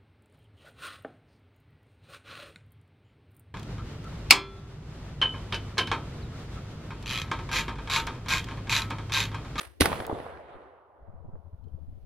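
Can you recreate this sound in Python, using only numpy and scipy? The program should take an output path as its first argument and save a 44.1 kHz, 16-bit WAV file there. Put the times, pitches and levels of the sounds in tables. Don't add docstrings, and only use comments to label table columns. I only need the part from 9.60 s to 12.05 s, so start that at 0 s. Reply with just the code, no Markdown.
import sys
import numpy as np
from scipy import signal
from scipy.fft import rfft, irfft
from scipy.io import wavfile
from scipy.ndimage import uniform_filter1d

SR = 44100
rng = np.random.default_rng(int(sys.argv[2]) if len(sys.argv) > 2 else 0)


def output_pcm(signal):
    pcm = np.clip(np.atleast_2d(signal).T, -1, 1) * 32767
    wavfile.write(sys.argv[1], SR, np.round(pcm).astype(np.int16))


def convert_level_to_amplitude(level_db):
    exponent = np.asarray(level_db, float) / 20
    return 10 ** exponent


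N = 108045


def on_time(rows):
    a = np.array(rows, float)
    return np.interp(np.arange(N) / SR, a[:, 0], a[:, 1])


def on_hz(rows, hz):
    a = np.array(rows, float)
    return np.interp(np.log(np.maximum(hz, 1)), np.log(a[:, 0]), a[:, 1])


def unit(x):
    return x / np.sqrt(np.mean(x ** 2))


def coloured(x, colour):
    hz = np.arange(N // 2 + 1) * SR / N
    return unit(irfft(rfft(x) * convert_level_to_amplitude(on_hz(colour, hz)), N))


def walk(rate):
    hold = int(SR / rate)
    steps = np.repeat(rng.standard_normal(N // hold + 1), hold)
    w = uniform_filter1d(steps, hold)[:N]
    return w / w.std()


def band(x, hz, width_hz):
    return signal.lfilter(*signal.iirpeak(hz, hz / width_hz, fs=SR), x)


def add(out, x, at_s):
    i = int(at_s * SR)
    n = min(x.shape[-1], N - i)
    out[..., i:i + n] += x[..., :n]


def crackle(per_s, spread_db):
    chance, side, size = rng.random((3, N))
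    heights = convert_level_to_amplitude(-spread_db * np.log(size + 1e-9))
    return (chance < per_s / SR) * np.sign(side - .5) * heights


# f/Hz, likeness (0-1)
PORT_LIKENESS = [(60, 1), (300, 1), (700, .9), (1400, 0.25), (3000, 0.26), (6000, 0.61), (15000, 0.61)]
# f/Hz, level difference/dB
PORT_BALANCE = [(60, 1.5), (110, -2), (200, 2), (380, -1), (700, -1), (1290, -2), (2380, -2), (4400, -6),
                (8120, -3.5), (15000, -1.5)]
# f/Hz, lead/rad
PORT_LEAD = [(60, 0.7), (300, 0.8), (700, -1.48), (1400, 0.76), (4000, -0.94), (8000, -2), (15000, -1)]


def ports(common, apart):
    hz = np.arange(N // 2 + 1) * SR / N
    like = np.clip(on_hz(PORT_LIKENESS, hz), 0, 1)
    half = convert_level_to_amplitude(on_hz(PORT_BALANCE, hz) / 2) * np.exp(.5j * on_hz(PORT_LEAD, hz))
    shared = np.sqrt((1 + like) / 2) * rfft(common)
    unshared = np.sqrt((1 - like) / 2) * rfft(apart)
    return irfft(np.array([(shared + unshared) * half, (shared - unshared) / half]), N)


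# t/s, level/dB
ROAR_LEVEL = [(.199, -72.5), (.203, -35), (.2065, -26), (.2085, -9.5), (.2105, -13.5), (.2115, -20),
              (.2135, -20.5), (.217, -21.5), (.224, -24.5), (.24, -33), (.27, -36.5), (.30, -55.5)]
# f/Hz, relative level per Hz/dB
ROAR_SPECTRUM = [(180, -29), (300, 4.5), (1280, -23.5), (2030, -11.5), (3640, -13.5), (4160, -13.5),
                 (6850, -23), (7690, -36), (8360, -15), (11100, -16.5), (16000, -37.5)]
# start t/s, f/Hz, level/dB, t60/s, first swing (+1 push, -1 pull)
THUMP_RINGS = [(0.2069, 77, -13, .11, -1), (0.21, 200, -9, .025, 1), (.2255, 310, -23, 0.064, 1),
               (.217, 130, -22, 0.053, -1)]


def blast():
    level = convert_level_to_amplitude(on_time([(.198, -120), *ROAR_LEVEL, (.33, -120)]))
    common, apart = [coloured(rng.standard_normal(N), ROAR_SPECTRUM) * level for _ in range(2)]
    out = ports(common, apart)
    t = np.arange(SR // 2) / SR
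    left_right = convert_level_to_amplitude(np.array([[1.2], [-1.2]]))
    for at, hz, db, t60, sign in THUMP_RINGS:
        onset = 1 - np.exp(-t / .0015)
        ring = np.sign(sign) * np.sin(2 * np.pi * hz * t) * onset * 1000. ** (-t / t60)
        add(out, convert_level_to_amplitude(db) * ring * left_right, at)
    return out


# t/s, peak level/dB, ring f/Hz, treble edge f/Hz, smear level against the peak/dB, bass level/dB
SURFACE_SLAPS = [(.2174, -3.5, 1200, 14000, -18, -39.5), (.220, -3.5, 1200, 8000, -16, -40.5),
                 (0.2575, -1, 1050, 14000, -15, -45.5), (.318, -20.5, 593, 3000, -3.5, -38),
                 (.329, -17.5, 685, 4000, -5, -31.5), (.357, -25.5, 906.4, 4006, -10, -40),
                 (.402, -22.5, 570, 5000, -3, -30.5), (.450, -24, 1300, 4006, -10.5, -49.5),
                 (.467, -33.5, 500.9, 1500, -2.5, -37.5), (.496, -18.5, 556, 995, -0.5, -54.5),
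                 (.478, -29, 600.5, 1201, -2, -55), (0.514, -29, 550.8, 1202, 0.5, -54.5),
                 (.527, -21, 315, 900, -3, -26), (.588, -34, 1210, 4000, -12.5, -48.5),
                 (.601, -29.5, 390, 2970, -3, -37), (.665, -31.5, 665, 2500, -7.5, -55.5),
                 (.773, -40, 900, 2496, -2.5, -55.5), (1.47, -52.5, 600, 1200, 1, -69),
                 (1.755, -43, 550, 1100, -5, -57.5)]
SLAP_DAMPING = 2.5
SCATTER_S, BASS_HZ, BASS_T60_S = .004, 105, .057
NOTCH_HZ, NOTCH_WIDTH_HZ = 7600, 2500
BUMP_HZ, BUMP_WIDTH_HZ, BUMP_DB = 10000, 2500, .5


def slaps():
    out, t = np.zeros((2, N)), np.arange(SR // 8) / SR
    bass = np.sin(2 * np.pi * BASS_HZ * t) * 1000. ** (-t / BASS_T60_S)
    to_common = np.array([[1], [0]])
    for at, db, hz, top_hz, smear_db, bass_db in SURFACE_SLAPS:
        soft = signal.butter(3, min(top_hz, 19000), fs=SR, output="sos")
        jump = signal.sosfilt(soft, np.cos(2 * np.pi * hz * t) * np.exp(-SLAP_DAMPING * hz * t))
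        jump = jump / jump.max()
        grit = rng.standard_normal((2, len(t))) * np.exp(-t / SCATTER_S)
        smear = signal.fftconvolve(grit, jump[None, :800])[:, :len(t)] / np.sqrt(np.sum(jump ** 2))
        direct = convert_level_to_amplitude(db) * jump + convert_level_to_amplitude(bass_db) * bass
        add(out, convert_level_to_amplitude(db + smear_db) * smear + direct * to_common, at)
    notch = band(out, NOTCH_HZ, NOTCH_WIDTH_HZ)
    out = out - notch
    out = out + convert_level_to_amplitude(BUMP_DB) * band(out + notch, BUMP_HZ, BUMP_WIDTH_HZ)
    return ports(*out)


# t/s, level/dB
FOREST_LEVEL = [(.215, -53), (0.239, -35), (.29, -36.5), (.34, -39), (.385, -42.5), (.44, -46), (.5, -42),
                (.545, -44), (.575, -45), (.66, -47.5), (.78, -52), (.85, -56), (.95, -52), (1.12, -58),
                (1.321, -64.5), (1.5, -60.5), (1.83, -64), (1.97, -69.5), (2.45, -73.5)]
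# f/Hz, relative level per Hz/dB
FOREST_SPECTRUM = [(24, -41.5), (40, -10.5), (297, -5.5), (542, -6.5), (615, -8.5), (680, -7),
                   (2260, -21.5), (3380, -23.5), (6020, -37.5), (9690, -27.5), (16000, -44)]
# f/Hz, loss rate/(dB per s)
PATH_LOSS = [(60, 11.5), (200, 16), (600, -2.5), (1500, 2), (3000, 18), (5000, 28.5), (9000, 35),
             (15000, 53)]
# t/s, level/dB
TAIL_TREBLE = [(.22, 4), (.29, -0.5), (.38, 2.5), (.44, 3), (.49, -4.5), (.545, -2.5), (.58, 1.5), (.75, 3),
               (.85, 3), (1.1, 3), (1.3, 1.5), (1.5, -3.5), (2.45, -4.5)]
TREBLE_HZ = 1500
TRUNKS_PER_S, TRUNK_SPREAD_DB = 7000, 1.5
FOREST_FLICKER_DB, FOREST_LIFT_DB = 1.9, 5.5


def forest():
    hz, t = np.arange(N // 2 + 1) * SR / N, np.arange(N) / SR
    echoes = [coloured(crackle(TRUNKS_PER_S, TRUNK_SPREAD_DB), FOREST_SPECTRUM) for _ in range(2)]
    spectrum, out = rfft(ports(*echoes)), 0
    half_octaves = 2 * np.log2(np.maximum(hz, 1) / 40)
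    for k in range(19):
        share = np.cos(np.pi / 2 * np.clip(half_octaves - k, -1, 1)) ** 2
        mid_hz = 40 * 2 ** (k / 2)
        treble_db = min(mid_hz / TREBLE_HZ, 1) ** 2 * on_time(TAIL_TREBLE)
        loss_db = on_hz(PATH_LOSS, mid_hz) * (t - .3)
        db = treble_db - loss_db + FOREST_FLICKER_DB * walk(25)
        out = out + irfft(spectrum * share, N) * convert_level_to_amplitude(db)
    return out * convert_level_to_amplitude(FOREST_LIFT_DB + on_time([(.205, -120), *FOREST_LEVEL]))


# t/s, level/dB
PAN_LEVEL = [(0, -66), (.004, -49), (.016, -35), (.024, -51.5), (.032, -43), (.04, -50), (.053, -45),
             (.064, -54.5), (.075, -52), (.085, -60.5), (.11, -63), (.185, -75)]
# f/Hz, relative level per Hz/dB
PAN_SPECTRUM = [(88, -61), (150, -35.5), (275, -8.5), (601, -3.5), (821, -6.5), (1080, -5), (1720, -4),
                (7320, -23), (8900, -10), (16000, -29.5)]


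def pan_fizz():
    level = convert_level_to_amplitude(on_time([*PAN_LEVEL, (.2, -99)]))
    common, apart = [coloured(crackle(6000, 2.5), PAN_SPECTRUM) * level for _ in range(2)]
    return ports(common, apart)


CLICK_S, CLICK_DB, CLICK_LOW_EDGE_HZ = .4668, -25, 1800


def click():
    out, t = np.zeros(N), np.arange(SR // 20) / SR
    snap = (t == 0) + .3 * rng.standard_normal(len(t)) * np.exp(-t / .0008)
    bright = signal.butter(2, CLICK_LOW_EDGE_HZ, "high", fs=SR, output="sos")
    add(out, convert_level_to_amplitude(CLICK_DB) * signal.sosfilt(bright, snap), CLICK_S)
    return out


# t/s, level/dB, f/Hz
METAL_TICKS = [(2.04, -75, 4200), (2.042, -74, 3100), (2.083, -75, 3113), (2.19, -81, 3500),
               (2.335, -78, 1500)]


def ticks():
    out, t = np.zeros(N), np.arange(SR // 20) / SR
    for at, db, hz in METAL_TICKS:
        ring = np.sin(2 * np.pi * hz * t) * np.exp(-t / .006)
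        grit = unit(band(rng.standard_normal(len(t)), hz, 2500)) * np.exp(-t / .003)
        add(out, convert_level_to_amplitude(db) * (ring + .6 * grit), at)
    return out


def rumble(n, hz, width_hz):
    x = rng.standard_normal(n)
    for _ in range(3):
        x = band(x, hz, width_hz)
    return unit(x)


# t/s, level/dB
FLUTTER_LEVEL = [(0, -69), (.1, -53.5), (.17, -58.5), (.7, -56), (.8, -49), (.92, -58), (1.02, -68),
                 (1.15, -63), (1.3, -70.5), (1.4, -60), (1.6, -52.5), (1.97, -57), (2.2, -52.5),
                 (2.45, -50)]
FLUTTER_HZ, FLUTTER_WIDTH_HZ, FLUTTER_SWING_DB = 75, 49, 4.5
# centre t/s, length/s, left level/dB, right level/dB, f/Hz
WIND_PUFFS = [(0.961, .04, -48.5, -48, 70), (1.43, .05, -48, -46, 55), (1.495, .03, -37.5, -42, 90.2),
              (1.549, .04, -40.5, -41.5, 101), (1.606, .02, -44.5, -51, 100),
              (1.653, .02, -37.5, -39.5, 152), (1.69, 0.055, -48, -37.5, 99.4),
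              (1.745, .04, -34.5, -34.5, 70), (1.789, 0.042, -40.5, -74, 75), (1.87, 0.051, -41.5, -50, 85),
              (1.94, .035, -37.5, -37.5, 80.7), (1.997, .03, -40.5, -51, 54.4),
              (2.06, 0.075, -38.5, -73, 85.4), (2.142, 0.046, -31, -40, 70.2), (2.167, .04, -40, -70, 75),
              (2.229, .06, -36.5, -52, 75), (2.29, .04, -38.5, -36.5, 75), (2.33, .03, -36, -40, 79),
              (2.37, 0.045, -41, -46.5, 90), (2.44, 0.044, -39, -45.5, 60)]
PUSH, EDGE_DB = .4, -10
PUFF_NARROWING = (2, 3.1)
# centre t/s, level/dB, f/Hz
AIR_WHISTLES = [(1.609, -55.5, 390), (1.651, -62, 350), (1.691, -51, 330), (1.764, -46.5, 432),
                (2.076, -51.5, 380), (2.142, -52.5, 372), (2.185, -50, 396.4), (2.385, -55.5, 451)]
WHISTLE_S = .017


def wind():
    out = np.zeros((2, N))
    flutter_db = on_time(FLUTTER_LEVEL) + FLUTTER_SWING_DB * walk(18)
    out[0] = rumble(N, FLUTTER_HZ, FLUTTER_WIDTH_HZ) * convert_level_to_amplitude(flutter_db)
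    for at, length, left_db, right_db, hz in WIND_PUFFS:
        t = np.arange(-2 * length, 2 * length, 1 / SR)
        for port, db in enumerate((left_db, right_db)):
            edge = convert_level_to_amplitude(EDGE_DB) * rumble(SR // 2, 1.4 * hz, 2.2 * hz)[-len(t):]
            swing = PUSH + np.sin(2 * np.pi * (hz * t + rng.random())) + edge
            swell = np.exp(-(t / length * PUFF_NARROWING[port]) ** 2)
            add(out[port], convert_level_to_amplitude(db) * swing * swell, at - 2 * length)
    t = np.arange(-2 * WHISTLE_S, 2 * WHISTLE_S, 1 / SR)
    swell = np.exp(-(t / WHISTLE_S * 2) ** 2)
    for at, db, hz in AIR_WHISTLES:
        tone = rumble(SR // 2, hz, 260)[-len(t):]
        add(out[1], convert_level_to_amplitude(db) * tone * swell, at - 2 * WHISTLE_S)
    return out


# f/Hz, relative level per Hz/dB
HISS_SPECTRUM = [(120, -25.5), (300, 1.5), (600, -9), (1200, -20), (3400, -23.5), (7300, -34.5),
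                 (11000, -30), (15000, -32), (16500, -42.5)]
HISS_DB, SINK_AT_S, SINK_DB, RETURN_DB_PER_S = -64.5, .26, 29.5, 11


def hiss():
    t = np.arange(N) / SR
    sunk_db = np.where(t > SINK_AT_S, SINK_DB - RETURN_DB_PER_S * (t - SINK_AT_S), 0)
    noise = np.array([coloured(rng.standard_normal(N), HISS_SPECTRUM) for _ in range(2)])
    return noise * convert_level_to_amplitude(HISS_DB - sunk_db)


def scene():
    return blast() + slaps() + forest() + pan_fizz() + click() + ticks() + wind() + hiss()


def top_cut(x):
    return signal.sosfilt(signal.butter(12, 16660, fs=SR, output="sos"), x)


def record(dry):
    mix = dry - .51 * band(dry, 7640, 900)
    return top_cut(mix)


dry = scene()
out = record(dry)
output_pcm(out)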